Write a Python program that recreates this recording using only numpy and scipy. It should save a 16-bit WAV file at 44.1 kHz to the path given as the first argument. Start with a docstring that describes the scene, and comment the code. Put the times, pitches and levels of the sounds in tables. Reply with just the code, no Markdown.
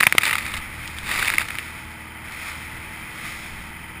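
"""Spray patters in bursts on the closed housing of a camera riding on the side of a fast motor boat.
Big drops smack the housing; it rings, rattles and thuds. Filtered noise is the wash rushing along the hull;
short rising tones are a thud under one smack, then gulps of closing air pockets. A diesel drones in sines
and clatters through the hull in repeating knocks, and wind thumps low. The camera samples slowly and holds
each sample, so everything is mirrored in the treble."""
import sys
import numpy as np
from scipy import signal
from scipy.fft import rfft, irfft, next_fast_len
from scipy.io import wavfile
from scipy.ndimage import map_coordinates

SR = 44100
rng = np.random.default_rng(int(sys.argv[2]) if len(sys.argv) > 2 else 0)


def dump_mix(stems):
    """Bounce the given channels to the path in sys.argv[1] as a 16-bit WAV at rate SR."""
    frames = np.atleast_2d(stems).T  # one column per channel
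    limited = np.clip(frames, -1, 1)  # hard clip at full scale
    pcm = np.round(limited * 32767).astype(np.int16)
    wavfile.write(sys.argv[1], SR, pcm)


N = 176400  # length in samples

# Spray bursts. Each row: time in seconds, level in dB, share of single drops against steady hiss (0 to 1).
SPRAY_CURVE = [(0, -33, 0.5), (.06, -36, 0.65), (.09, -51, 0.2), (.2, -46, 0.3), (.215, -33, 0.3),
               (.27, -24.5, 0.24), (.34, -31.5, 0.9), (.375, -37.5, 0.5), (.42, -34, 0.3), (.58, -38, 0.9),
               (.64, -58, .3), (1.02, -42.5, 0.5), (1.1, -27, 0.15), (1.25, -25.5, 0.08),
               (1.33, -29.5, 0.4), (1.39, -37.5, 0.2), (1.4, -26, 0.14), (1.43, -30.5, 0.3),
               (1.437, -45, 1), (1.62, -45, 0.9), (1.7, -72, .3), (4, -80, .3)]
# Colour of drops heard in the housing. Each row: frequency in Hz, relative level in dB per Hz.
HOUSING_COLOUR = [(80, -44.5), (200, -12.5), (450, -16.5), (750, -13.5), (900, -8), (1050, -8.5),
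                  (1270, -2.5), (1450, -10.5), (2020, 1), (2500, -0.5), (2900, -9.5), (3300, -12.5),
                  (3650, -6), (4200, -14), (4700, -11), (5950, -21.5), (7700, -39), (13000, -120)]
DROPS_PER_S, DROP_SPREAD_DB = 220, 0.5  # mean rate, mean of the random level added to each drop
DROP_RISE_S, DROP_FADE_S = 0.00031, 0.0017

# Wash along the hull. Each row: time in seconds, level of bass and middle in dB, level of treble in dB.
WASH_CURVE = [(0, -41, -41.5), (.5, -34.5, -51.5), (.8, -37.5, -50.5), (1.2, -39, -48), (1.65, -36.5, -47),
              (1.9, -42, -54.5), (2.2, -42.5, -59.5), (2.3, -37, -50), (2.48, -32, -42.5),
              (2.6, -37, -48.5), (2.8, -38, -53), (3.1, -38.5, -51.5), (3.26, -33.5, -44),
              (3.4, -37.5, -45.5), (3.62, -39, -51), (3.75, -40.5, -56), (4, -40, -58.5)]
# Colour of the wash. Each row: frequency in Hz, relative level in dB per Hz.
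FOAM_COLOUR = [(290, -50.5), (500, -12), (590, -16), (719, -12.5), (814, -14.5), (884, -14), (981, -15.5),
               (1260, -3.5), (1480, -10), (2070, 1.5), (2540, -2), (2880, -15), (3100, -8.5), (4640, -17.5),
               (5360, -14.5), (5950, -25.5), (7740, -68), (13100, -120)]

CYCLE_HZ = 19.6  # one full firing cycle, before its slight drift
# Steady engine tones. Each row: multiple of the cycle, sine amplitude in dB before its wobble.
ENGINE_ORDERS = [(5, -59), (6, -49), (7, -60), (8, -56), (9, -51.5), (11, -52.5), (12, -53.5), (13, -56)]
WHINE_HZ, WHINE_DB = 317.3, -51  # pitch before the drift, sine amplitude before its wobble
# Firing tone. Each row: time in seconds, sine amplitude in dB before its wobble.
DRONE_CURVE = [(0, -52), (.3, -44), (.86, -39), (1.2, -48.5), (1.6, -43), (2.85, -44.5), (3.1, -48.5),
               (4, -44)]
# Colour of clatter and engine noise through the hull. 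Each row: frequency in Hz, relative level in dB per Hz.
HULL_COLOUR = [(210, -28), (350, -2), (438, -11), (476, -5), (505, -33), (536, -12), (756, -7.5),
               (893, -2.5), (1050, -5.5), (1470, -1), (1820, -8), (2420, -1.5), (2790, -12.5), (3140, -13),
               (4120, -35), (4860, -15.5), (5950, -35), (7740, -40), (13100, -120)]
CLATTER_DB, ENGINE_NOISE_DB = -53.5, -43
KNOCK_SPREAD_DB = -10.5  # scales the level offsets of the four knocks
# Hull panels ringing with the clatter. Each row: pitch in Hz, width in Hz, level in dB rms.
HULL_PANELS = [(1975, 50, -49), (3070, 130, -54.5), (863.5, 12, -55), (933, 21, -59)]
# Low rumble over time. Each row: time in seconds, level in dB before its wobble.
RUMBLE_CURVE = [(0.2, -60), (0.45, -41), (0.89, -47), (1.2, -44.5), (1.71, -47), (2.01, -54), (2.37, -48),
                (3.33, -48), (3.62, -47.5), (4.0, -51)]
# Colour of the low rumble. 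Each row: frequency in Hz, relative level in dB per Hz.
RUMBLE_COLOUR = [(15, -11), (25, 4.5), (86, 2.5), (156, -1.5), (322, -8.5), (361, -17), (500, -23),
                 (650, -66)]

# Wind buffeting. Each row: time in seconds, level of the low thumping in dB.
WIND_CURVE = [(0, -50), (.07, -48), (.25, -63), (.48, -56), (.53, -36), (.59, -36), (.64, -54),
              (1.2, -43.5), (1.42, -54), (1.6, -74), (2.9, -56), (3, -49), (3.15, -73), (3.5, -41.5),
              (3.7, -49), (4, -56)]
# Colour of the thumping. Each row: frequency in Hz, relative level in dB per Hz.
THUMP_COLOUR = [(22, 5.5), (50, -0.5), (90, -17), (200, -4), (400, -57)]

# Big drops. Each row: start in seconds, nominal peak in dB, length in seconds, mean ring pitch in Hz,
# treble in dB relative to the nominal level of the rattle.
BIG_DROPS = [(0.0039, -12.0, 0.0051, 1930.0, -5.5), (0.0076, 1, 0.0016, 1920, -19),
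             (0.0282, -7.5, 0.0017, 2310.0, -18.0), (0.0327, 0, 0.0013, 2140, -20.0),
             (0.0384, -7, 0.0014, 2210, -7), (0.0675, 8.5, 0.0023, 2004, -19.5),
             (0.0744, -7.5, 0.0011, 1880.0, -26), (0.096, -23, 0.0016, 2380.0, -10.0),
             (0.1243, -4.5, 0.0016, 2200, -10), (0.1506, -14, 0.0016, 1200, -17.0),
             (0.1815, 4.5, 0.0024, 1918, -11.5), (0.21, -14.0, 0.0014, 2370, -19.0),
             (0.2162, -20, 0.0018, 2400, -11.0), (0.2194, -19.0, 0.0024, 2200.0, -8.0),
             (0.2332, -11, 0.0022, 2270, -9), (0.2364, -10.5, 0.0015, 2260, -20.0),
             (0.2527, -17, 0.0048, 2170, -3), (0.263, -14.0, 0.0014, 2210, -7),
             (0.271, -14.0, 0.0016, 2190.0, -21.0), (0.2783, -13.0, 0.002, 2010.0, -6),
             (0.288, -15, 0.0016, 2200, -10), (0.294, -12.0, 0.0031, 2030.0, -11.0),
             (0.3089, -13, 0.0012, 2270.0, -8), (0.311, -6.5, 0.0017, 2216, -16),
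             (0.3282, -9.5, 0.0022, 2180, -10.0), (0.3326, -14, 0.002, 1880.0, -13),
             (0.3367, -13, 0.0017, 2200, -10.0), (0.3538, -12.5, 0.003, 2000.0, -9),
             (0.382, -11.5, 0.0025, 2350.0, -12), (0.3867, -19.0, 0.0023, 1840.0, -7.0),
             (0.4086, -20.5, 0.0016, 2150.0, -10), (0.455, -21.5, 0.0027, 2020.0, -17),
             (0.465, -18, 0.0014, 2250.0, -10), (0.5392, -16, 0.0017, 2190, -18),
             (0.544, -28, 0.0045, 2060.0, -2.5), (0.5744, -26.5, 0.0046, 2090, -5),
             (0.5886, -20.0, 0.0013, 2140, -15), (0.8764, -23, 0.0012, 2290.0, 2),
             (0.9856, -15.5, 0.0013, 2390.0, -10), (1.112, -22, 0.0015, 1890.0, -16.0),
             (1.115, -16, 0.003, 2130, -9.0), (1.1203, -15, 0.0014, 2290.0, -16),
             (1.1472, -21, 0.0013, 2470.0, -13), (1.1879, -17.5, 0.0028, 2000.0, -9.0),
             (1.202, -17, 0.0017, 2120.0, -10.0), (1.2256, -13.5, 0.0043, 2020, -11),
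             (1.247, -14, 0.0017, 2320.0, -21.0), (1.255, -18, 0.0022, 2160.0, -8.0),
             (1.2765, -10, 0.0018, 2220.0, -10), (1.2816, -8.5, 0.0014, 2340.0, -20.0),
             (1.3012, -9.5, 0.0018, 2080.0, -8), (1.3207, -19.5, 0.0021, 2290.0, -12.0),
             (1.3367, -10, 0.0034, 2030, -21), (1.3817, -6.5, 0.0035, 2020, -12.5),
             (1.406, -20, 0.0013, 1910.0, -15.0), (1.415, -18.0, 0.0033, 1810.0, -9.0),
             (1.4856, -18, 0.0022, 2170, -7.5), (1.504, -18.5, 0.0039, 2250, -16),
             (1.5532, -20, 0.002, 2260.0, -13.0), (1.585, -14.5, 0.0022, 2280, -18.0),
             (1.591, -16.5, 0.0014, 2050.0, -17.0), (2.321, -33, 0.0016, 2200, 4)]
# Colour of the dull part of a smack. Each row: frequency in Hz, relative level in dB per Hz.
THUD_COLOUR = [(30, -21), (120, 8), (400, -2.5), (900, 6.5), (1300, -21), (2500, -47)]
SMACK_RISE_S, SMACK_TAIL_S, SMACK_TAIL_DB = 0.00088, 0.0032, -4
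CREST_DB = 6.5  # nominal peak over the level of the rattle
RING_SHARE, RING_WANDER, RING_WANDER_S = 0.95, 0.21, 0.00062  # ring gain, pitch scatter (fraction), its time
THUD_DB, THUD_GROWS = -18.5, 0.37  # thud against rattle for a 0 dB smack, extra dB per dB of smack
KICK_DB = 9.5  # first push of the thud, as an impulse beside its unit noise

# Short low tones: a one-cycle thud under the smack at 0.15, then gulps of closing air pockets.
# Each row: start in seconds, starting pitch in Hz, peak in dB, length in cycles of that pitch.
LOW_TONES = [(0.15, 376, -15, 1.05), (0.545, 70, -33, 2), (1.19, 122, -30, 2.6), (1.342, 252, -30, 3.3)]
TONE_RISE = 0.17  # pitch climb over a tone, as a fraction

SAMPLE_HZ, EDGE_HZ, TOP_HZ = 12000, 6000, 15330  # slow sampling rate, input filter edge, top of the output
MIRROR_DB = 0.5  # lift of the mirrored treble


def amp(db):
    """Turn dB into gain."""
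    return 10 ** (np.asarray(db) / 20)


def unit(x):
    """Scale to rms 1."""
    return x / np.sqrt(np.mean(x ** 2) + 1e-20)


def along(points, hz):
    """Read (Hz, value) points along a log frequency axis."""
    f, v = np.transpose(points)
    return np.interp(np.log(hz + 1), np.log(f + 1), v)


def curves(rows):
    """Draw one automation curve, a value per sample, for each column after the time."""
    s, *cols = np.transpose(rows)
    return [np.interp(np.arange(N) / SR, s, c) for c in cols]


def wobble(rate):
    """A smooth random curve with this many knots a second, 40 at most."""
    knots = rng.standard_normal(int(N * 40 / SR) + 4)
    return map_coordinates(knots, [np.arange(N) * min(rate, 40) / SR])


def filtered(x, response):
    """Multiply the spectrum of x by a response of frequency, padded against wrap-around."""
    m = next_fast_len(N + SR // 2)
    return irfft(rfft(x, m) * response(np.fft.rfftfreq(m, 1 / SR)), m)[..., :N]


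def coloured(x, spectrum):
    """Pass x through a causal minimum-phase filter of energy 1 with this spectrum."""
    gain = amp(along(spectrum, np.fft.rfftfreq(8192, 1 / SR)))
    cepstrum = irfft(np.log(gain + 1e-4))
    # Folding the cepstrum onto positive time gives minimum phase
    cepstrum[1:4096] *= 2
    cepstrum[4097:] = 0
    impulse = irfft(np.exp(rfft(cepstrum)))[:4096]
    return signal.fftconvolve(x, impulse / np.linalg.norm(impulse))[:N]


def split(x):
    """Bass, middle and treble of a water sound, crossing near 1000 and 3200 Hz and adding up to x."""
    bass = filtered(x, lambda hz: 1 / (1 + (hz / 1000) ** 6))
    treble = filtered(x, lambda hz: 1 - 1 / (1 + (hz / 3200) ** 10))
    return bass, x - bass - treble, treble


def spray():
    """Drops patter at random as short noise bursts of slightly different sizes, mixed into a steadier rush."""
    level_db, share = curves(SPRAY_CURVE)
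    share = np.clip(share, 0, 1)
    draw = rng.random((2000, 2))
    times = np.cumsum(-np.log(draw[:, 0])) / DROPS_PER_S * SR
    sizes = amp(-DROP_SPREAD_DB * np.log(draw[:, 1]))
    hits = np.bincount(times.astype(int), sizes, N)[:N]
    t = np.arange(SR // 40) / SR
    drop_shape = (1 - np.exp(-t / DROP_RISE_S)) * np.exp(-t / DROP_FADE_S)
    drops = unit(signal.fftconvolve(hits, drop_shape)[:N])
    rush = amp(0.53 * wobble(25.3))
    gate = np.sqrt(1 - share) * rush + np.sqrt(share) * drops
    return coloured(amp(level_db) * gate * rng.standard_normal(N), HOUSING_COLOUR)


def wash():
    """Foam rushes along the hull as fluttering noise, brighter when the bow digs in."""
    body_db, treble_db = curves(WASH_CURVE)
    noise = rng.standard_normal(N)
    flutter = amp(0.82 * wobble(35.09))
    bass, middle, treble = split(coloured(noise * flutter, FOAM_COLOUR))
    return amp(body_db) * (bass + middle) + amp(treble_db) * unit(treble)


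def knock_train(phase):
    """Four decaying noise knocks of different sizes, repeated the same way every firing cycle."""
    noise = rng.standard_normal(2048)
    decay = np.tile(np.exp(-np.arange(512) / 150), 4)
    sizes = np.repeat(amp(KNOCK_SPREAD_DB * np.array([1, -1, .5, -.5])), 512)
    pattern = noise * decay * sizes
    return pattern[(phase % 1 * 2048).astype(int)]


def engine():
    """Sines follow the drifting firing cycle; knocks ring hull and panels over pulsing noise and rumble."""
    phase = np.cumsum(CYCLE_HZ * (1 + 0.0017 * wobble(1.5))) / SR  # in cycles
    tones = np.zeros(N)
    for order, db in ENGINE_ORDERS:
        level = amp(db + 1.4 * wobble(9))
        tones += level * np.sin(2 * np.pi * (round(order) * phase + rng.random()))
    whine = amp(WHINE_DB + 1.5 * wobble(2.52)) * np.sin(2 * np.pi * WHINE_HZ / CYCLE_HZ * phase)

    knocks = knock_train(phase)
    clatter = amp(CLATTER_DB) * unit(coloured(knocks, HULL_COLOUR))

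    # Noise and rumble swell two and four times a cycle
    beat = 1 + 0.18 * np.cos(2 * np.pi * 2 * phase) + 0.1 * np.cos(2 * np.pi * 4 * phase)
    noise_level = amp(ENGINE_NOISE_DB + 0.27 * wobble(7.9))
    noise = noise_level * coloured(rng.standard_normal(N) * beat, HULL_COLOUR)
    rumble_level = amp(curves(RUMBLE_CURVE)[0] + 2.3 * wobble(24.96))
    rumble = rumble_level * coloured(rng.standard_normal(N) * beat, RUMBLE_COLOUR)

    firing = amp(curves(DRONE_CURVE)[0] + 1.3 * wobble(12.2)) * np.sin(2 * np.pi * 4 * phase)
    shake = knocks + 0.46 * rng.standard_normal(N)
    panels = np.zeros(N)
    for pitch, width, db in HULL_PANELS:
        panels += amp(db) * unit(filtered(shake, lambda hz: 1 / (1 + (2 * (hz - pitch) / width) ** 2)))
    return firing + panels + tones + whine + clatter + noise + rumble


def wind():
    """Wind buffets the housing as low noise with a lumpy level."""
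    level_db, = curves(WIND_CURVE)
    lumps = amp(1.4 * wobble(13))
    return amp(level_db) * unit(lumps * coloured(rng.standard_normal(N), THUMP_COLOUR))


def smacks():
    """Each big drop strikes the housing, which rings unsteadily and rattles for a few ms, thuds and trickles off."""
    t = np.arange(SR // 20) / SR
    count = len(t)
    thud_gate, middle_gate, treble_gate = gates = np.zeros((3, N + count))
    kicks, ring = np.zeros(N), np.zeros(N + count)
    scatter = filtered(rng.standard_normal(N), lambda hz: np.exp(-(2 * hz * RING_WANDER_S) ** 2))
    wander = 1 + RING_WANDER * unit(scatter)
    rise = np.minimum(t / SMACK_RISE_S, 1)
    for s, db, length, pitch, treble_db in BIG_DROPS:
        start = round(s * SR)
        here = slice(start, start + count)
        blow = np.exp(-(t / max(length, 3e-4)) ** 3)
        shape = rise * (blow + amp(SMACK_TAIL_DB) * np.exp(-t / SMACK_TAIL_S))
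        rattle_db = db - CREST_DB
        thud_gate[here] += amp(rattle_db + THUD_DB + THUD_GROWS * db) * shape
        middle_gate[here] += amp(rattle_db) * shape
        treble_gate[here] += amp(rattle_db + treble_db) * shape
        turns = pitch * np.cumsum(wander[here]) / SR
        ring[here] -= amp(db) * rise * blow * np.sin(2 * np.pi * turns)
        kicks[round((s + SMACK_RISE_S) * SR)] = -amp(KICK_DB)

    # Random signs make noise of constant size; the three bands share it
    rattle = np.sign(rng.standard_normal(N)) * gates[:, :N]
    thud = coloured(rattle[0] + kicks * thud_gate[:N], THUD_COLOUR)
    middle = split(coloured(rattle[1], HOUSING_COLOUR))[1]
    # Dividing by the treble of plain housing noise sets the treble level by its gate
    treble_share = np.std(split(coloured(rng.standard_normal(N), HOUSING_COLOUR))[2])
    treble = split(coloured(rattle[2], HOUSING_COLOUR))[2] / treble_share
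    return thud + RING_SHARE * ring[:N] + middle + treble


def low_tones():
    """A one-cycle thud under a smack, then gulps of air pockets: sines under a half-sine swell, climbing a little."""
    out = np.zeros(N + SR)
    for s, pitch, db, cycles in LOW_TONES:
        u = np.arange(int(cycles / pitch * SR)) * pitch / SR / cycles  # 0 to 1 over the tone
        tone = np.sin(2 * np.pi * cycles * u * (1 + TONE_RISE * u / 2))
        out[round(s * SR):][:len(u)] -= amp(db) * np.sin(np.pi * u) * tone
    return out[:N]


def scene():
    """All sources summed at the one microphone."""
    return (spray() + smacks() + wash() + low_tones() + engine() + wind())[None]


def record(dry):
    """Input filter and soft overload, then slow sample-and-hold, which mirrors the sound upward; band limit."""
    band = filtered(dry, lambda hz: 1 / (1 + (hz / EDGE_HZ) ** 40))
    clipped = band / (1 + np.abs(band / 1.04) ** 6) ** (1 / 6)
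    clipped = filtered(clipped, lambda hz: hz < SAMPLE_HZ / 2)
    # A cosine at the sampling rate makes the mirror images on both sides of it
    carrier = np.cos(2 * np.pi * SAMPLE_HZ * np.arange(N) / SR)
    sampled = clipped * (1 + 2 * amp(MIRROR_DB) * carrier)
    # Holding each sample dulls the treble as a sinc
    held = np.clip(filtered(sampled, lambda hz: np.sinc(hz / SAMPLE_HZ)), -1, 1)
    return filtered(held, lambda hz: hz < TOP_HZ)


dry = scene()
out = record(dry)
dump_mix(out)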